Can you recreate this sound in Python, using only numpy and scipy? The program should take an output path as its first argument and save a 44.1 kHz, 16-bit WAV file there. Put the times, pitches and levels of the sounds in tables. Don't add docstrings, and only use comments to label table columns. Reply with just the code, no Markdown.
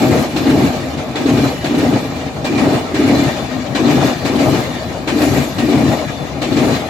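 import sys
import numpy as np
from scipy import signal
from scipy.fft import rfft, irfft, next_fast_len
from scipy.io import wavfile
from scipy.ndimage import uniform_filter1d, minimum_filter1d, map_coordinates

SR = 44100
rng = np.random.default_rng(int(sys.argv[2]) if len(sys.argv) > 2 else 0)


def boost(x):
    u = np.asarray(x, float) / 20
    return 10 ** u


def unload_audio(sound):
    columns = np.transpose(np.atleast_2d(sound))
    steps = np.round(np.clip(columns, -1, 1) * 32767)
    wavfile.write(sys.argv[1], SR, steps.astype(np.int16))


N = 303849

SPEED_M_S, SLOWING_M_S2 = 18.9, 0.16
WHEELBASE_M, STRETCH_M = 2.56, 3.8


def along(points, hz):
    f, v = np.transpose(points)
    return np.interp(np.log(hz + 1), np.log(f + 1), v)


def curves(rows):
    s, *columns = np.transpose(rows)
    return [np.interp(np.arange(N) / SR, s, column) for column in columns]


def unit(x):
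    return x / np.sqrt(np.mean(x ** 2) + 1e-20)


def wobble(rate, count=N):
    knots = rng.standard_normal(int(count * 100 / SR) + 4)
    return map_coordinates(knots, [np.arange(count) * min(rate, 99) / SR])


def filtered(x, response):
    m = next_fast_len(N + SR // 2)
    return irfft(rfft(x, m) * response(np.fft.rfftfreq(m, 1 / SR)), m)[..., :N]


def modes(table):
    def response(f):
        total = 0
        for k, (centre, width, db) in enumerate(table):
            damping = 1j * f * width
            total = total + (-1) ** k * boost(db) * damping / (centre * centre - f * f + damping)
        return total
    return response


def colour(spectrum):
    return lambda f: boost(along(spectrum, f))


def rush(patchy_db):
    # frequency in Hz, likeness of left and right (correlation).
    coherence = [(60, 1.2), (130, 1), (290, 0.83), (640, 0.79), (1410, 0.12), (3100, 0.11), (6820, 0.15),
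                 (15000, 0.62)]
    z = signal.stft(rng.standard_normal((2, N)), nperseg=512)[2]
    patches = uniform_filter1d(rng.standard_normal(z.shape[1:]), size=2, axis=0)
    patches = uniform_filter1d(patches, size=7, axis=1)
    pair = signal.istft(z * boost(patchy_db * unit(patches)), nperseg=512)[1][:, :N]

    def mid_side(hz):
        angle = np.arccos(np.clip(along(coherence, hz), -1, 1)) / 2
        return np.array([np.cos(angle), np.sin(angle)])

    mid, side = filtered(pair, mid_side)
    return np.array([mid + side, mid - side])


def speed(s):
    return SPEED_M_S - SLOWING_M_S2 * s


def passing(column, rise, fall, alone_db, last_db, after_db, fading_db, floor_db, heave_db):
    # arrival in seconds, then levels in dB of track boom, rail roar, wheel roar and gear hiss.
    bogies = [(-.125, -8.5, -17.5, -26.5, -37.5), (.3606, -11, -20.5, -27.5, -41.5),
              (1.154, -12.5, -21, -27, -42), (1.642, -12, -22, -29, -44.5),
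              (2.4435, -12, -20.5, -28.5, -47), (2.943, -11, -20, -25, -43), (3.7485, -11, -19, -25, -42),
              (4.249, -13, -20, -26.5, -40), (5.0734, -13.5, -21.5, -26, -35),
              (5.5814, -11.5, -20.5, -28, -43.5), (6.415, -13.5, -21.5, -27, -40.5)]
    # distance in m, length in seconds, dB over the
    swells = [
        (4.25, 0.011, -2),
        (9.1, 0.03, -8.5),
        (11.6, 0.029, -9),
        (14.1, .035, -10),
    ]
    shield_db = -2
    t, power = np.arange(0, N, 64) / SR, boost(2 * floor_db)

    def step(u, width):
        return 1 / (1 + np.exp(-np.clip(4 * u / abs(width), -50, 50)))

    for k, row in enumerate(bogies):
        u, pace = t - row[0], speed(row[0])
        axle_gap_s = WHEELBASE_M / pace
        left = u - (WHEELBASE_M + STRETCH_M) / pace
        first_axle = boost(2 * alone_db) * np.clip(u / abs(rise), 0, 1) ** 2
        on = first_axle + (1 - boost(2 * min(alone_db, 0))) * step(u - axle_gap_s, rise)
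        on = on * boost(2 * last_db * step(left + axle_gap_s / 2, axle_gap_s))
        glow_db = after_db + shield_db * (1 - k % 2) - fading_db * np.maximum(left, 0)
        off = 1 - step(left, fall) * (1 - boost(2 * glow_db))
        heave = sum(boost(2 * (db + heave_db)) * np.exp(-((u - m / pace) / length) ** 2)
                    for m, length, db in swells)
        power = power + boost(2 * row[column]) * (on * (u > 0) * off + heave)
    return np.interp(np.arange(N) / SR, t, 10 * np.log10(power))


def track():
    # resonance in Hz, width in Hz, level in dB; rail on sleepers, upper rail, then ground and coaches.
    sleeper_modes = [(204.4, 21.5, -8.5), (242.3, 18.8, 0.5), (277.6, 21.6, 0), (306, 30.5, -2),
                     (367, 37, -5), (408, 79, -14.5)]
    rail_modes = [(456, 89, -5), (558, 107, -4), (628.7, 36, 1), (708, 99, -3.5), (802.5, 144, -5),
                  (1077, 183, -14), (1247, 200, -14.5)]
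    ground_modes = [(81.7, 25, -6), (103.4, 12.5, -1), (135.2, 24.5, -0.5), (164.6, 13.6, -4.5),
                    (178.8, 13.5, -6)]
    # frequency in Hz, level in dB per Hz.
    yard_spectrum = [(25, -4), (50, 3), (75, 11), (110, -5), (160, 2), (260, -16), (500, -36), (900, -44),
                     (2000, -120)]
    # rise and fall in seconds, leading and trailing axle alone in dB, afterglow in dB,
    # its fading in dB per second, floor in dB, heave in dB.
    boom_load = (.06, .1, -1.5, -2.5, -14, 12, -28, -5)
    rail_load = (0.21, 0.08, -0.5, 0.44, -8, 10.5, -30, -10)
    ground_load = (0.2, 0, -2, -1, -15, 40, -26, .5)
    boom_db, rail_db = passing(1, *boom_load), passing(2, *rail_load)
    slow_db = uniform_filter1d(boom_db, size=SR // 8)
    near = np.clip((slow_db + 33.0) / 10, 0, 1)
    jolts = near * wobble(35)
    boom = unit(filtered(boost(0.27 * jolts) * rush(patchy_db=0.5), modes(sleeper_modes)))
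    rail_jolts = boost(1.8 * jolts + 1.33 * near * wobble(50))
    rail = unit(filtered(rail_jolts * rush(patchy_db=1.2), modes(rail_modes)))
    shaking = unit(filtered(rush(patchy_db=0.35), modes(ground_modes)))
    ground = boost(passing(1, *ground_load) - 4.5) * shaking
    distant = rng.standard_normal(N) + 0.55 * rng.standard_normal((2, N))
    yard = boost(-27.5) * unit(filtered(distant, colour(yard_spectrum)))
    return boost(boom_db - 2.5) * boom + boost(rail_db) * rail + ground + yard


def contacts():
    # time in seconds, clang in dB, bright share in dB, thump in dB.
    axles = [(-.125, -13, -25, 0), (.017, -12, -12, -8), (.3606, -11, -19, 0), (.4933, -13.5, -26, -1),
             (1.154, -12.5, -23, -1.5), (1.2866, -13, -29, 0.5), (1.642, -12.5, -22, -1.5),
             (1.779, -15.5, -25, -0.5), (2.4435, -10.5, -16, -5), (2.576, -12.5, -39, -1.5),
             (2.943, -13, -30, 2), (3.075, -17, -30, -5.5), (3.7485, -8.5, -30, -0.5),
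             (3.893, -12.5, -30, 0.5), (4.249, -10.5, -19, -1), (4.386, -14, -21, -6),
             (5.0734, -9.5, -26, -4.5), (5.215, -12, -11, 0), (5.5814, -11.5, -17, -2),
             (5.723, -14.5, -28, -4), (6.415, -10.5, -20, -4.5), (6.565, -12, -25, 1.5)]
    # distance in m, clang in dB, thump in dB, rattle length in seconds, ping in dB.
    gaps = [
        [(0, 0.3, -4, 0.043, -1.1), (.92, -16, -3, .03, -6), (1.92, -8.5, -0.5, .04, 7),
         (2.9, -12, 0.5, 0.027, -8)],
        [(0, 1.6, -2.5, 0.04, -8), (.95, -16, -1, .04, -8), (1.8, -27, -0.5, 0.045, -8),
         (2.82, -5, 0, 0.067, -10)],
    ]
    # time in seconds, clang in dB, thump in dB, pitch in Hz.
    stray_blows = [(.245, -21, -20, 300), (.3, -20, -20, 290), (0.752, -19.5, -32, 250),
                   (.974, -17.5, -11, 250), (1.37, -14.5, -25, 268), (2.052, -28, -7, 261),
                   (2.098, -38, -30, 263), (2.193, -30, -10, 262), (2.267, -32, -9.5, 273),
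                   (2.85, -25, -13, 268), (3.651, -29, -16, 270), (6.081, -24, -30, 260),
                   (.557, -30, -7, 283), (1.257, -16, -2, 293), (1.705, -20.5, -12, 290),
                   (2.155, -23, -20, 270), (2.695, -17, -10, 280), (1.956, -27, -5, 250),
                   (2.673, -22, -8, 290), (3.014, -38, -1.5, 282), (3.871, -12, -3, 289),
                   (4.483, -32, -1, 317), (4.546, -20, -6, 310), (5.1, -24, -7, 289), (5.6, -39, -5, 268),
                   (5.161, -23, -0.5, 272), (5.839, -27, -16, 281), (6.717, -30, -13, 264)]
    bounce_hz, spread_hz, scatter_db = 293, 13.4, -1.3
    sag_hz_per_m = 4.6
    luck = rng.uniform(-1.17, 1, (len(axles), len(gaps[0]), 3))
    rows = []
    for k, (s, clang_db, bright_db, thump_db) in enumerate(axles):
        for (m, gap_db, slam_db, length, ping_db), (a, b, c) in zip(gaps[k % 2], luck[k]):
            hz = bounce_hz - sag_hz_per_m * (m + WHEELBASE_M * (k % 2)) + spread_hz * c
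            slam = thump_db + slam_db + scatter_db * b
            blow = clang_db + gap_db + scatter_db * a * (m > 0)
            rows.append((s + m / speed(s), slam, hz, blow, bright_db, length, ping_db))
    for s, clang_db, thump_db, hz in stray_blows:
        rows.append((s, thump_db, hz, clang_db, -26, 0.039, -4))
    return [row for row in rows if 0 <= row[0] < N / SR]


def blows(hits):
    out, t = np.zeros((4, N + SR)), np.arange(SR // 3) / SR
    for s, _, _, db, bright_db, length, ping_db in hits:
        held = (1 - np.exp(-t / 0.0024)) / (1 + (t / max(length, 0.005)) ** 4)
        tail = boost(-7.0 - 60 * t / 0.22) * (1 - np.exp(-t / 0.0046))
        shape = held + tail
        ping = boost(ping_db) * (1 - np.exp(-t / 0.0022)) / (1 + (t / 0.014) ** 4)
        tyre = (t / 0.03) ** 2 * np.exp(2 - 2 * t / 0.029)
        parts = np.array([shape, boost(bright_db) * shape, ping, tyre])
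        out[:, round(s * SR):][:, :len(t)] += (boost(db - 12.0) * parts) ** 2
    return np.sqrt(out[:, :N])


def wheels(hits):
    # resonance in Hz, width in Hz, level in dB.
    disc_modes = [(1642, 115, 1), (1848, 51, 4.5), (2370, 130, 3.5), (2863, 160, -1), (3515, 215, 0),
                  (4030, 112, 1), (4350, 83, -6), (6460, 17, -7), (6700, 23, -11.5)]
    # frequency in Hz, level in dB per Hz.
    roar_spectrum = [(590, -52), (1000, -5), (1270, -4.5), (1430, -14.5), (1870, -3), (2370, -6.5),
                     (3180, -11), (4080, -11), (5150, -15), (6910, -16), (8400, -28.5), (10900, -82),
                     (18500, -120)]
    clang_spectrum = [(290, -14), (500, 3), (641, 4.5), (811, 1), (1300, -5.5), (2610, -7.5), (2840, -7),
                      (4240, -14), (8400, -19.5), (10900, -79), (18500, -120)]
    hiss_spectrum = [(4710, -4), (8000, 2), (8700, -15), (9710, -1), (12300, 1), (15700, -12)]
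    # rise and fall in seconds, leading and trailing axle alone in dB, afterglow in dB,
    # its fading in dB per second, floor in dB, heave in dB.
    roar_load = (0.36, .06, -9, -0.37, -3.5, 21, -39, -24)
    hiss_load = (-0.05, 0.08, -7, 0.4, -1.5, 35, -62, -12)
    ping_modes = modes([(3430, 470, -5.0), (4020, 530, 3.5), (4530, 600, -2.0)])
    tyre_modes = modes([(2400, 290, 0), (2710, 120, -12.5)])
    roar_db, hiss_db = passing(3, *roar_load), passing(4, *hiss_load)
    dull, bright, ping, tyre = blows(hits)
    rattle = boost(1.6 * wobble(45))
    roar = boost(roar_db) * rattle * unit(filtered(rush(patchy_db=4.0), colour(roar_spectrum)))
    clang = dull * unit(filtered(rush(patchy_db=2.4), colour(clang_spectrum)))
    clang += boost(-4.0) * ping * unit(filtered(rush(patchy_db=2.5), ping_modes))
    clang += boost(-7.5) * tyre * unit(filtered(rush(patchy_db=-0.5), tyre_modes))
    drive = np.hypot(boost(roar_db), 0.49 * dull) * rush(patchy_db=1)
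    ring = sum(filtered(boost(2.7 * wobble(16)) * drive, modes([mode])) for mode in disc_modes)
    hiss_level = np.hypot(boost(hiss_db + 3.0), 0.99 * bright) * boost(1.3 * wobble(22.07))
    hiss = hiss_level * unit(filtered(rush(patchy_db=6.0), colour(hiss_spectrum)))
    return roar + clang + boost(8) * ring, hiss


def thumps(hits):
    out, t = np.zeros(N + SR), np.arange(SR // 10) / SR

    def swell(rise):
        return t / rise * np.exp(1 - t / rise)

    for (s, db, hz, *_), (turn, bend) in zip(hits, rng.random((120, 2))):
        bounce = swell(0.0069) * np.sin(2 * np.pi * (hz * t + turn))
        knock = boost(-10) * swell(0.0076) * np.sin(2 * np.pi * ((345 + 120 * bend) * t + bend))
        out[max(round((s - 0.004) * SR), 0):][:len(t)] += boost(db - 7.5) * (bounce + knock)
    return out[:N] * np.ones((2, 1))


def songs():
    # start in seconds, length in seconds, first pitch in Hz, level in dB.
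    singing = [(.45, 0.44, 3660, -54), (1.153, 0.043, 3450, -29), (4.63, 0.21, 3660, -38),
               (1.343, 0.13, 1950, -40), (1.486, 0.27, 2965, -38), (1.648, 0.87, 2400, -41),
               (1.996, 0.2, 4000, -42), (2.051, 0.26, 4600, -50), (2.455, 0.048, 2370, -26),
               (2.55, 0.043, 2375, -26), (2.856, 0.032, 1330, -28), (2.948, 0.47, 2385, -37),
               (3.25, 0.2, 3570, -36), (3.75, 0.48, 3600, -37), (3.75, 0.42, 2410, -43),
               (3.93, 0.14, 1675, -34), (4.1, 0.26, 4620, -41), (4.6, .38, 1825, -39),
               (4.72, 0.24, 3390, -43), (5.59, 0.081, 1858, -28.5), (5.553, 0.61, 4070, -40),
               (6.0, 0.31, 3520, -39.5), (5.9, .17, 6910, -40), (6.156, 0.56, 2790, -55),
               (6.708, 0.2, 4085, -52), (6.76, 0.19, 3450, -39)]
    sink_per_s = 0.04
    out = np.zeros((2, N + SR))
    for s, length, first_hz, db in singing:
        u = np.linspace(0, 1, round(length * SR))
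        slow = [wobble(rate, count=SR)[:len(u)] for rate in (56, 30, 30)]
        hz = first_hz * (1 - sink_per_s * length * u) + 6 * slow[0]
        phase = 2 * np.pi * np.cumsum(hz) / SR
        flutter = boost(db + 1.8 * np.array(slow[1:]))
        envelope = np.sqrt(np.sin(np.pi * u) + 1e-9)
        out[:, round(s * SR):][:, :len(u)] += flutter * envelope * np.sin(phase + [[0], [1.3]])
    return out[:, :N]


def hums():
    # start in seconds, length in seconds, pitch in Hz, level in dB.
    rail_hums = [
        (0.788, 0.14, 259.4, -21),
        (2.099, 0.16, 262, -23),
        (3.481, 0.18, 253, -18.5),
        (4.661, 0.15, 247, -26.5),
        (5.978, .12, 278, -34),
    ]
    out = np.zeros(N + SR)
    for s, length, hz, db in rail_hums:
        u = np.linspace(0, 1, round(length * SR))
        phase = 2 * np.pi * np.cumsum(hz + 6 * wobble(36, count=SR)[:len(u)]) / SR
        flutter = boost(db + 1.4 * wobble(37, count=SR)[:len(u)])
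        out[round(s * SR):][:len(u)] += flutter * np.sqrt(np.sin(np.pi * u) + 1e-9) * np.sin(phase)
    return out[:N]


def scene():
    # time in seconds, left-right difference in dB.
    bearing = [
        (0, 1.5),
        (3.1, 1.5),
        (3.55, 6),
        (3.9, 3.5),
        (4.8, 3.5),
        (5.9, 3.5),
        (6.16, 4.5),
        (6.5, 3.5),
    ]
    # frequency in Hz, left-right difference in dB at the mean bearing.
    tilt = [(40, 0), (130, 2.5), (250, 0.1), (700, 0.82), (2000, 0.26), (4000, -2.5)]
    hits = contacts()
    wheel, hiss = wheels(hits)
    sides = np.array([[0.5], [-0.5]])
    near = track() + thumps(hits) + wheel + songs() + hums()
    near = near * boost(sides * curves(bearing)[0])
    return filtered(near, lambda hz: boost(sides * along(tilt, hz))) + hiss


def thinned(x):
    # frequency in Hz, share of tiles missing (0-1).
    missing = [(7600, 0), (8200, .1), (8700, .25), (9300, .1), (13000, .07), (14500, .2), (15500, .6)]
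    hz, t, z = signal.stft(x, SR, nperseg=512)

    def tiles(a):
        return np.repeat(np.repeat(a, 6, axis=0), 5, axis=1)[:len(hz), :len(t)]

    luck, rough = rng.random((2, len(hz) // 6 + 1, len(t) // 5 + 1))
    treble = np.abs(z[:, hz > 9000]).mean(axis=(0, 1))
    loud = np.clip(unit(uniform_filter1d(treble, size=15)), 0.9, 2.5)
    lost = tiles(luck) * loud < along(missing, hz)[:, None]
    gain = np.where(lost, boost(-35), boost(8.5 * tiles(rough) - 7.0))
    return signal.istft(z * np.where(hz[:, None] > 8000, gain, 1), SR, nperseg=512)[1][:, :N]


def band_limit(x):
    return signal.sosfilt(signal.butter(12, 15820, fs=SR, output="sos"), x)


def record(dry):
    x = filtered(thinned(dry), lambda hz: (1j * hz / (1j * hz + 50)) ** 4)
    needed = np.minimum(1, 0.93 / (np.abs(x).max(axis=0) + 1e-9))
    gain = uniform_filter1d(minimum_filter1d(needed, size=SR // 100), size=SR // 100)
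    return band_limit(gain * x)


dry = scene()
out = record(dry)
unload_audio(out)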